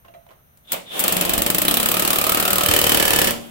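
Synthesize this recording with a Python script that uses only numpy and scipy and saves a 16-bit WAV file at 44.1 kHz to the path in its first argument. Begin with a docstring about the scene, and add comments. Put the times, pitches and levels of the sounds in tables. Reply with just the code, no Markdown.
"""First a spanner clinks onto a nut; then an air impact wrench drives a bolt under a raised car.
A touch of the trigger gives one knock. More knocks follow and speed up into a rattle as the hammer
inside the wrench strikes the socket and shakes the car's panels. When the bolt draws tight, the steel
suspension arm rings along. Exhaust air hisses and buffets the microphone, and the garage echoes."""
import sys
import numpy as np
from scipy import signal
from scipy.fft import rfft, irfft, next_fast_len
from scipy.io import wavfile

SR = 44100
rng = np.random.default_rng(int(sys.argv[2]) if len(sys.argv) > 2 else 0)


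def wav_out(sig):
    """Save sig, one row per channel (or a flat mono array), as 16-bit PCM at SR to the path in sys.argv[1]."""
    wavfile.write(sys.argv[1], SR, np.round(np.clip(np.atleast_2d(sig).T, -1, 1) * 32767).astype(np.int16))


N = 154350
TIME = np.arange(N) / SR

# speed of the hammer: t/s, rate/(blows per s)
HAMMER_RATE = [(1.68, 33.27), (1.69, 33.75), (1.84, 33.94), (1.94, 37.46), (2.18, 36.28), (2.28, 37.9),
               (2.45, 37.82), (2.72, 39.09), (3.05, 37.3), (3.28, 35.6)]
# strength of the rattling blows: t/s, crack/dB, body/dB
BLOW_FORCE = [(1.7, 2, 0.5), (2.1, 1, 0), (2.6, 1, 0.5), (2.75, 2, 0.5), (3.27, 1.5, 0)]
# single knocks as the hammer takes up slack or coasts: t/s, crack/dB, body/dB
SINGLE_KNOCKS = [(0.7185, 1.5, -10), (0.73, -9.5, -15.5), (0.9927, 1, -16), (0.9992, 0.5, -16),
                 (1.0383, 1, -2.5), (1.0794, 2.5, -3), (1.1226, 3.5, -7), (1.166, 1, -4), (1.21, 3, -1),
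                 (1.2502, 0, -10), (1.293, 2.5, -1.5), (1.3342, 3.5, -3.5), (1.3781, 2.5, -4),
                 (1.4185, 2.5, -3), (1.4624, 2.5, 1), (1.5004, 4, -2), (1.546, 2, 0), (1.582, 3.5, -1),
                 (1.6164, 3.5, -0.5), (1.65, 0.5, -1), (3.28, -9, -18), (3.307, -4, -16)]
def blows():
    """The hammer knocks, then hits once a turn. Gives pulses for each blow's sharp crack and deep body."""
    first_s, last_s, jitter_s, scatter_db = 1.6805, 3.285, .00012, 1.1
    turns = np.cumsum(curve(HAMMER_RATE, TIME) * (TIME >= first_s) * (TIME < last_s)) / SR
    at = np.interp(np.arange(int(turns[-1]) + 1) + 1e-4, turns, TIME)
    slip, hard, heavy = rng.standard_normal((len(at), 3)).T
    at = at + jitter_s * slip
    crack = strikes(at, curve(BLOW_FORCE, at) + scatter_db * hard)
    body = strikes(at, curve(BLOW_FORCE, at, axis=2) + scatter_db * heavy)
    knock_s, crack_db, body_db = np.transpose(SINGLE_KNOCKS)
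    loose = knock_s < 1.4  # early knocks bounce once
    bounces = strikes(knock_s[loose] + 0.011, body_db[loose] - 2)
    return crack + strikes(knock_s, crack_db), body + strikes(knock_s, body_db) + bounces


# the socket settles on the bolt head: t/s, level/dB
SETTLING_TICKS = [(0.572, -42)]
# tone of the crack: f/Hz, level/dB
CRACK_TONE = [(300, -43.5), (1500, -6.5), (3000, -8), (4500, -10.5), (6300, -11.5), (8000, -2.5),
              (10000, -5.5), (13000, -1), (16000, -2)]
def socket(pulses):
    """Steel hits steel: a hard snap, a bright crack and a short sizzle."""
    t = TIME[:SR // 8]
    rise_s, gain = 0.0015, amp(-7)
    sizzle = amp(-4) * burst(t, rise_s, 0.01)
    snap = amp(-6) * np.exp(-((t - rise_s) / 0.00031) ** 2)
    shape = burst(t, rise_s, 0.0021) + sizzle + snap
    pulses = pulses + strikes(*np.transpose(SETTLING_TICKS)) / gain
    crack = colour(repeated(pulses, shape, alike=0.44) * grain(), CRACK_TONE)
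    return garage(gain * pan(1.1) * crack, echo_db=-11)


# tone of the hammer's case: f/Hz, level/dB
CASE_TONE = [(400, -23.5), (900, -13.5), (1300, -3.5), (1600, -8), (2700, -3), (4000, -4.5), (5000, -15),
             (9000, -32.5)]
def hammer(pulses):
    """The hammer's case gives each blow a short clack."""
    shape = burst(TIME[:SR // 16], 0.00052, 0.0098)
    clack = colour(repeated(pulses, shape, alike=0.67), CASE_TONE)
    return garage(amp(-10.5) * pan(-2.1) * clack, echo_db=-4.5)


def underbody(pulses):
    """Blows shake the car's underside; once the bolt is tight, the clamped steel rings too."""
    seat_s, firm_s, tighten_db_per_s = 2.66, 2.97, 5
    seated = np.clip((TIME - seat_s) / 0.044 + .5, 0, 1)  # 0 = loose, 1 = tight
    clamped = seated * amp(tighten_db_per_s * np.minimum(TIME - firm_s, 0))
    loose, tight = panels(pulses * (1 - seated), pulses * clamped)
    turning = bolt(pulses)
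    # each blow is a short chatter, partly the same every time
    contact = np.exp(-TIME[:SR // 20] / 0.0029)
    chatter = 0.5 * pulses + through(pulses, contact / np.linalg.norm(contact)) * noise()
    shaking = amp(-3.5) * (loose + turning) + chassis(chatter)
    ringing = amp(-3.5) * tight + steel(pulses, chatter, clamped)
    return pan(-1.3) * (garage(shaking, echo_db=-1.5) + garage(ringing, echo_db=-2))


# tone of the panels, bolt loose: f/Hz, level/dB
LOOSE_TONE = [(40, -34), (110, -7.5), (145, -16), (190, -3), (300, -7), (420, -1.5), (650, -0.5),
              (900, -4.5), (1300, -7), (1550, -16.5), (2600, -9), (3900, -16.5), (5000, -13.5), (9000, -26)]
# tone of the panels, bolt tight: f/Hz, level/dB
TIGHT_TONE = [(40, -20), (105, -3.5), (135, 1), (190, -1), (280, 3.5), (420, 1.5), (560, 2), (850, -3.5),
              (1300, -2.5), (1550, -8), (1800, -6), (3100, -3.5), (3800, -10.5), (4500, -5.5),
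              (6000, -10.5), (9000, -14)]
def panels(loose_pulses, tight_pulses):
    """The panels thud at each blow, brighter when the bolt is tight."""
    thud = burst(TIME[:SR // 8], 0.0018, 0.0079)
    return (colour(repeated(loose_pulses, thud, alike=0.58), LOOSE_TONE),
            colour(repeated(tight_pulses, thud, alike=0.58), TIGHT_TONE))


# note of the turning bolt: t/s, f/Hz, level/dB
BOLT_NOTE = [(1.0, 1030, -26), (1.65, 1240, 1), (1.9, 1210, 3), (2.15, 1200, 4), (2.42, 1350, 6.5),
             (2.62, 1235, 7.5), (2.8, 1230, -15)]
def bolt(pulses):
    """Each blow rings the bolt briefly, at a pitch that drifts as it turns."""
    width_hz = 120
    decay = np.exp(-np.pi * width_hz / SR)
    drive = through(pulses, burst(TIME[:SR // 8], 0.0018, 0.0055)) * noise()
    return 2 * (1 - decay) * resonate(drive, BOLT_NOTE, decay) * amp(curve(BOLT_NOTE, TIME, axis=2))


# how firmly the bolt grips the car's frame: t/s, level/dB
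BOLT_GRIP = [(.72, -5.5), (1.0, 0), (1.15, 2.5), (1.4, 3), (1.8, 0), (2.05, -3), (2.22, -3), (2.6, -3.5),
             (2.8, -7.5), (3.3, 1)]
# notes of the frame: f/Hz, level/dB, ring time/s
FRAME_NOTES = [(183.7, -35, 0.15), (197.3, -36, 0.15), (233, -37, 0.59), (307.3, -37, 0.43),
               (334.4, -38.5, 0.29), (476.6, -42.5, 0.82), (573.5, -41, 0.42), (673.5, -44, 0.43),
               (742, -50, 0.89), (1036, -44.5, 0.35), (1182, -49, 0.24), (1836, -38, 0.065),
               (2640, -37, 0.071), (3020, -34, 0.067)]
# boom of the underside, rising with the load: t/s, f/Hz, level/dB
RISING_BOOM = [(1.1, 205, -39), (1.38, 222, -25), (1.55, 238, -37), (1.72, 306, -33), (1.88, 333, -29.5),
               (2.2, 335, -37), (2.35, 333, -46)]
def chassis(chatter):
    """Blows pass through the bolt into the car's frame, which rings and booms."""
    notes = through(chatter * amp(curve(BOLT_GRIP, TIME)), ring(FRAME_NOTES))
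    return notes + gliding(chatter, RISING_BOOM, ring_s=.12)


# notes of the clamped arm: f/Hz, level/dB, ring time/s
ARM_NOTES = [(362, -38.5, 0.15), (476, -33, 0.31), (1195, -38.5, 0.077), (2643, -29, 0.08),
             (7730, -33, 0.034), (10770, -41, .06)]
# hum of the arm, sinking as the hammer slows: t/s, f/Hz, level/dB
ARM_GLIDE = [(2.35, 563, -55), (2.48, 569, -28), (2.65, 583, -38), (2.8, 580, -28), (3.0, 567, -37.5),
             (3.2, 546.5, -30), (3.3, 545, -30)]
# ring of the socket: t/s, f/Hz, level/dB
SOCKET_GLIDE = [(2.55, 3100, -45), (2.65, 3060, -21), (2.75, 3040, -17.5), (2.92, 3038, -16),
                (3.051, 2980, -31.5), (3.16, 3020, -18.5), (3.3, 2980, -40)]
# ring of the sleeve around the bolt: t/s, f/Hz, level/dB
SLEEVE_GLIDE = [(2.55, 1790, -47), (2.65, 1720, -21), (2.9, 1850, -32), (3.0, 1710, -18), (3.28, 1750, -18)]
def steel(pulses, chatter, clamped):
    """Arm, socket and sleeve ring as the bolt draws tight."""
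    arm = through(chatter * clamped, ring(ARM_NOTES)) + gliding(pulses, ARM_GLIDE, ring_s=0.18)
    socket_ring = gliding(chatter, SOCKET_GLIDE, ring_s=.04)
    return arm + socket_ring + gliding(chatter, SLEEVE_GLIDE, ring_s=0.033)


# the bolt jumps in its sleeve: t/s, level/dB
BOLT_JUMPS = [(1.6147, -25), (1.6806, -7.5), (1.709, -17), (1.771, -13.5), (1.8, -15.5)]
# tone of a jump: f/Hz, level/dB
JUMP_TONE = [(300, -22), (1200, -9), (2000, -10), (2700, -9), (3300, 3.5), (4050, 2), (4500, -24),
             (7000, -20), (12000, -3), (16000, -3)]
# the first knock, thrown back by floor and car: t/s, level/dB, fade/s
FIRST_CLACK = (.731, -24.5, 0.035)
# tone of that clack: f/Hz, level/dB
DULL_TONE = [(120, -29), (190, -16), (330, -14), (500, 6.5), (850, 1), (1200, -4), (1600, -10),
             (2200, -3.5), (3800, -10), (6000, -25)]
def clanks():
    """The first knock clacks dully; later the bolt jumps hard as it takes load."""
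    jumps = sum(amp(db) * burst(TIME - s, .0005, 0.0081) for s, db in BOLT_JUMPS)
    s, db, fall_s = FIRST_CLACK
    clack = amp(db) * burst(TIME - s, 0.0024, fall_s) * toned_noise(DULL_TONE)
    return garage(jumps * toned_noise(JUMP_TONE) + clack, echo_db=-10)


# air through the motor: t/s, level/dB
AIR_FLOW = [(.62, -81), (.67, -59), (.714, -42), (.724, -32), (.77, -54), (.86, -63), (.91, -41),
            (.96, -28), (1.0, -26.5), (1.1, -25.5), (1.5, -33.5), (2.6, -36.5), (3.0, -29.5), (3.3, -28),
            (3.35, -39), (3.5, -47.5)]
# tone of the exhaust: f/Hz, level/dB
EXHAUST_TONE = [(60, -32), (200, -0.5), (600, 8), (1100, 1.5), (2000, -3), (3300, 3), (4200, -10),
                (5500, -12), (9000, -7.5), (13000, -7.5), (16000, -9)]
# the trigger valve is part open: t/s, length/s, level/dB
VALVE_OPENINGS = [(0.65, 0.0097, -54), (0.678, 0.049, -44), (0.861, 0.061, -42.5), (0.911, 0.092, -36)]
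# tone of its whistle: f/Hz, level/dB
WHISTLE_TONE = [(500, -26), (2600, -18), (3200, -10), (3530, -2), (3850, -12), (4400, -26), (9000, -40)]
def air():
    """Air whistles through the part-open valve and hisses out of the exhaust."""
    hiss = amp(curve(AIR_FLOW, TIME)) * toned_noise(EXHAUST_TONE)
    opening = sum(amp(db) * np.clip(np.minimum(TIME - s, s + length - TIME) / 0.019 + .5, 0, 1)
                  for s, length, db in VALVE_OPENINGS)
    return garage(hiss + opening * toned_noise(WHISTLE_TONE), echo_db=-3.5)


# draught on the microphone: t/s, level/dB
DRAUGHT_LEVEL = [(.95, -66), (1.03, -57), (1.2, -46), (1.35, -37.5), (1.6, -47), (2.2, -47.5), (2.6, -44),
                 (2.9, -38), (3.3, -40.5), (3.38, -50), (3.5, -66)]
# sudden puffs: t/s, level/dB
AIR_PUFFS = [(1.379, -15), (2.687, -13), (2.735, -16)]
# tone of the rumble: f/Hz, level/dB
RUMBLE_TONE = [(12, -12), (35, 1), (70, 5), (120, -9), (250, -32), (1000, -80)]
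def draught():
    """Exhaust air blows on the microphone and makes a low rumble."""
    puffs = sum(amp(db) * burst(TIME - s, 0.006, 0.0082) for s, db in AIR_PUFFS)
    return pan(0.98) * (amp(curve(DRAUGHT_LEVEL, TIME)) + puffs) * toned_noise(RUMBLE_TONE)


# spanner taps: t/s, scrape/dB, ring/dB, scrape fade/s, ping/Hz, ping/dB
TAPS = [(0.047, -46, -42, 0.018, 1065, -48), (0.082, -45, -35, 0.008, 2800, -50),
        (0.138, -43, -56, 0.01, 2340, -50), (0.147, -60, -28, 0.014, 2010, -54),
        (0.264, -48, -40, 0.0053, 1000, -56), (0.288, -48, -56, 0.02, 3010, -55),
        (0.306, -47.5, -41, 0.022, 1050, -49), (0.39, -64, -70, .01, 1300, -59)]
# notes of the spanner: f/Hz, level/dB, ring time/s
SPANNER_NOTES = [(684, -8, 0.19), (644, -7, 0.097), (556, -15, 0.14), (1060, -29, 0.097), (1290, -24, 0.13),
                 (1940, -26, 0.082), (3200, -27, 0.07), (4000, -25, .06)]
# tone of a scrape: f/Hz, level/dB
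SCRAPE_TONE = [(200, -10), (600, 7.5), (1100, -1), (1700, -4), (3200, -10), (5000, -21), (9000, -24),
               (16000, -38)]
def spanner():
    """The spanner scrapes and rings on the nut; each spot it touches has its own ping."""
    scrapes = sum(amp(db) * burst(TIME - s, 0.00067, fall_s) for s, db, _, fall_s, _, _ in TAPS)
    scrapes = scrapes * grain() * toned_noise(SCRAPE_TONE)
    pings = sum(amp(db) * burst(TIME - s, 0.0005, 0.0092) * np.sin(2 * np.pi * hz * (TIME - s))
                for s, _, _, _, hz, db in TAPS)
    at, _, ring_db = np.transpose(TAPS)[:3]
    clink = ring(SPANNER_NOTES) * (1 - np.exp(-TIME[:SR // 2] / 0.004))
    return pan(-1.5) * garage(scrapes + pings + through(strikes(at, ring_db), clink), echo_db=-7.5)


# how long the garage echoes: f/Hz, ring time/s
ECHO_TIMES = [(60, 1), (200, 1), (400, 0.47), (1000, 0.31), (3000, 0.31), (7000, 0.39), (15000, 0.18)]
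def garage(x, echo_db):
    """Adds the room's echo, 9 ms late; low notes last longest."""
    hz, t, bands = signal.stft(noise(size=SR), SR, nperseg=256)
    ring_s = read(ECHO_TIMES, hz)[:, None]
    tail = signal.istft(bands * amp(-60 * t / ring_s) / np.sqrt(ring_s), SR, nperseg=256)[1]
    tail = np.pad(tail / np.linalg.norm(tail[0]), ((0, 0), (round(.009 * SR), 0)))
    return x + amp(echo_db) * through(x, tail)


# tone of the quiet workshop: f/Hz, level/dB
WORKSHOP_TONE = [(25, -13), (60, -7.5), (144, -4.5), (230, -12.5), (320, -19.5), (650, -14), (1000, -20),
                 (1400, -19), (2500, -25.5), (4000, -30.5), (5000, -39), (6200, -25), (7500, -46),
                 (9200, -22), (10500, -33), (12800, -17.5), (15500, -26)]
def workshop():
    """A faint, steady hush lies behind everything."""
    return amp(-56) * toned_noise(WORKSHOP_TONE)


# how alike left and right are: f/Hz, likeness (1 = same, -1 = opposite)
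STEREO_LIKENESS = [(30, 0.4), (60, 0.4), (120, 1), (240, 0.48), (480, -0.22), (950, -0.31), (1900, -0.46),
                   (3800, 0.032), (15000, -0.11)]
def noise(size=N):
    """Stereo noise: alike in the bass, partly opposite in the middle."""
    count = next_fast_len(size)
    own, right = rfft(rng.standard_normal((2, count)))
    share = np.clip(read(STEREO_LIKENESS, np.fft.rfftfreq(count, 1 / SR)), -1, 1)
    left = share * right + np.sqrt(1 - share ** 2) * own
    return irfft(np.array([left, right]), count)[:, :size]


def ring(notes):
    """Pure stereo notes, each fading by 60 dB in its ring time."""
    t = TIME[:SR // 2]
    lead = lambda hz: np.array([[np.arccos(np.clip(read(STEREO_LIKENESS, hz), -1, 1))], [0]])
    return sum(amp(db - 60 * t / ring_s) * np.sin(2 * np.pi * hz * t + lead(hz))
               for hz, db, ring_s in notes)


def resonate(drive, path, decay):
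    """Rings at a moving pitch, keeping the share `decay` of its swing each sample."""
    turn = np.exp(2j * np.pi * np.cumsum(curve(path, TIME)) / SR)
    return (turn * signal.lfilter([1], [1, -decay], drive / turn + 1e-18)).real


def gliding(drive, path, ring_s):
    """A note whose pitch and strength follow a table, silent before its first row."""
    drive = drive * amp(curve(path, TIME, axis=2)) * (TIME > path[0][0])
    return resonate(drive, path, amp(-60 / (ring_s * SR)))


def repeated(pulses, shape, alike):
    """A noise burst for each blow, partly the same every time."""
    same = through(pulses, shape * noise(size=len(shape)))
    fresh = through(pulses, shape) * noise()
    return alike * same + np.sqrt(1 - alike ** 2) * fresh


def grain():
    """A fast flicker in level: the tiny contacts of steel on steel."""
    knots = np.arange(0, TIME[-1] + .01, .0007)
    flicker_db = 3 * np.clip(rng.standard_normal(N)[:len(knots)], -2, 2)
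    return evened(amp(np.interp(TIME, knots, flicker_db)))


def burst(t, rise_s, fall_s):
    """A quick rise and a smooth fade from t = 0."""
    t = np.maximum(t, 0)
    return (1 - np.exp(-(t / rise_s) ** 2)) * np.exp(-t / fall_s)


def strikes(times, db):
    """One pulse for each blow."""
    return np.bincount(np.round(times * SR).astype(int), amp(db), N)[:N]


def toned_noise(tone):
    """Steady noise with the given tone."""
    return evened(colour(noise(), tone))


def colour(x, tone):
    """Filters x to the given tone, with no sound ahead of a hit."""
    log_gain = np.log(amp(read(tone, abs(np.fft.fftfreq(4096, 1 / SR)))))
    response = np.fft.ifft(np.exp(np.conj(signal.hilbert(log_gain)))).real
    return through(x, response[:len(log_gain) // 2])


def through(x, response):
    """Every sample of x sets off a copy of the response."""
    return signal.fftconvolve(np.atleast_2d(x), np.atleast_2d(response), axes=1)[:, :N]


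def read(points, hz):
    """A table's value at the pitches hz."""
    f, value = np.transpose(points)
    return np.interp(np.log(hz + 1), np.log(f + 1), value)


def curve(points, t, axis=1):
    """One column of a table at the times t."""
    rows = np.array(points)
    return np.interp(t, rows[:, 0], rows[:, axis])


def evened(x):
    """Scales to an average power of 1."""
    return x / np.sqrt(np.mean(x ** 2) + 1e-20)


def pan(db):
    """Left and right gains; positive leans left."""
    return amp([[db], [-db]])


def amp(db):
    """Decibels to gain."""
    return 10 ** (np.asarray(db) / 20)


def scene():
    """Wrench, car, air and spanner over the quiet of the workshop."""
    crack, body = blows()
    hush = workshop()
    return socket(crack) + underbody(body) + hammer(body) + clanks() + air() + draught() + spanner() + hush


def record(dry):
    """Clips peaks at full scale and cuts the very highest treble."""
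    lowpass = signal.firwin(511, 15950, window=("kaiser", 8), fs=SR)
    return signal.oaconvolve(np.clip(dry, -1, 1), lowpass[None], "same")


dry = scene()
out = record(dry)
wav_out(out)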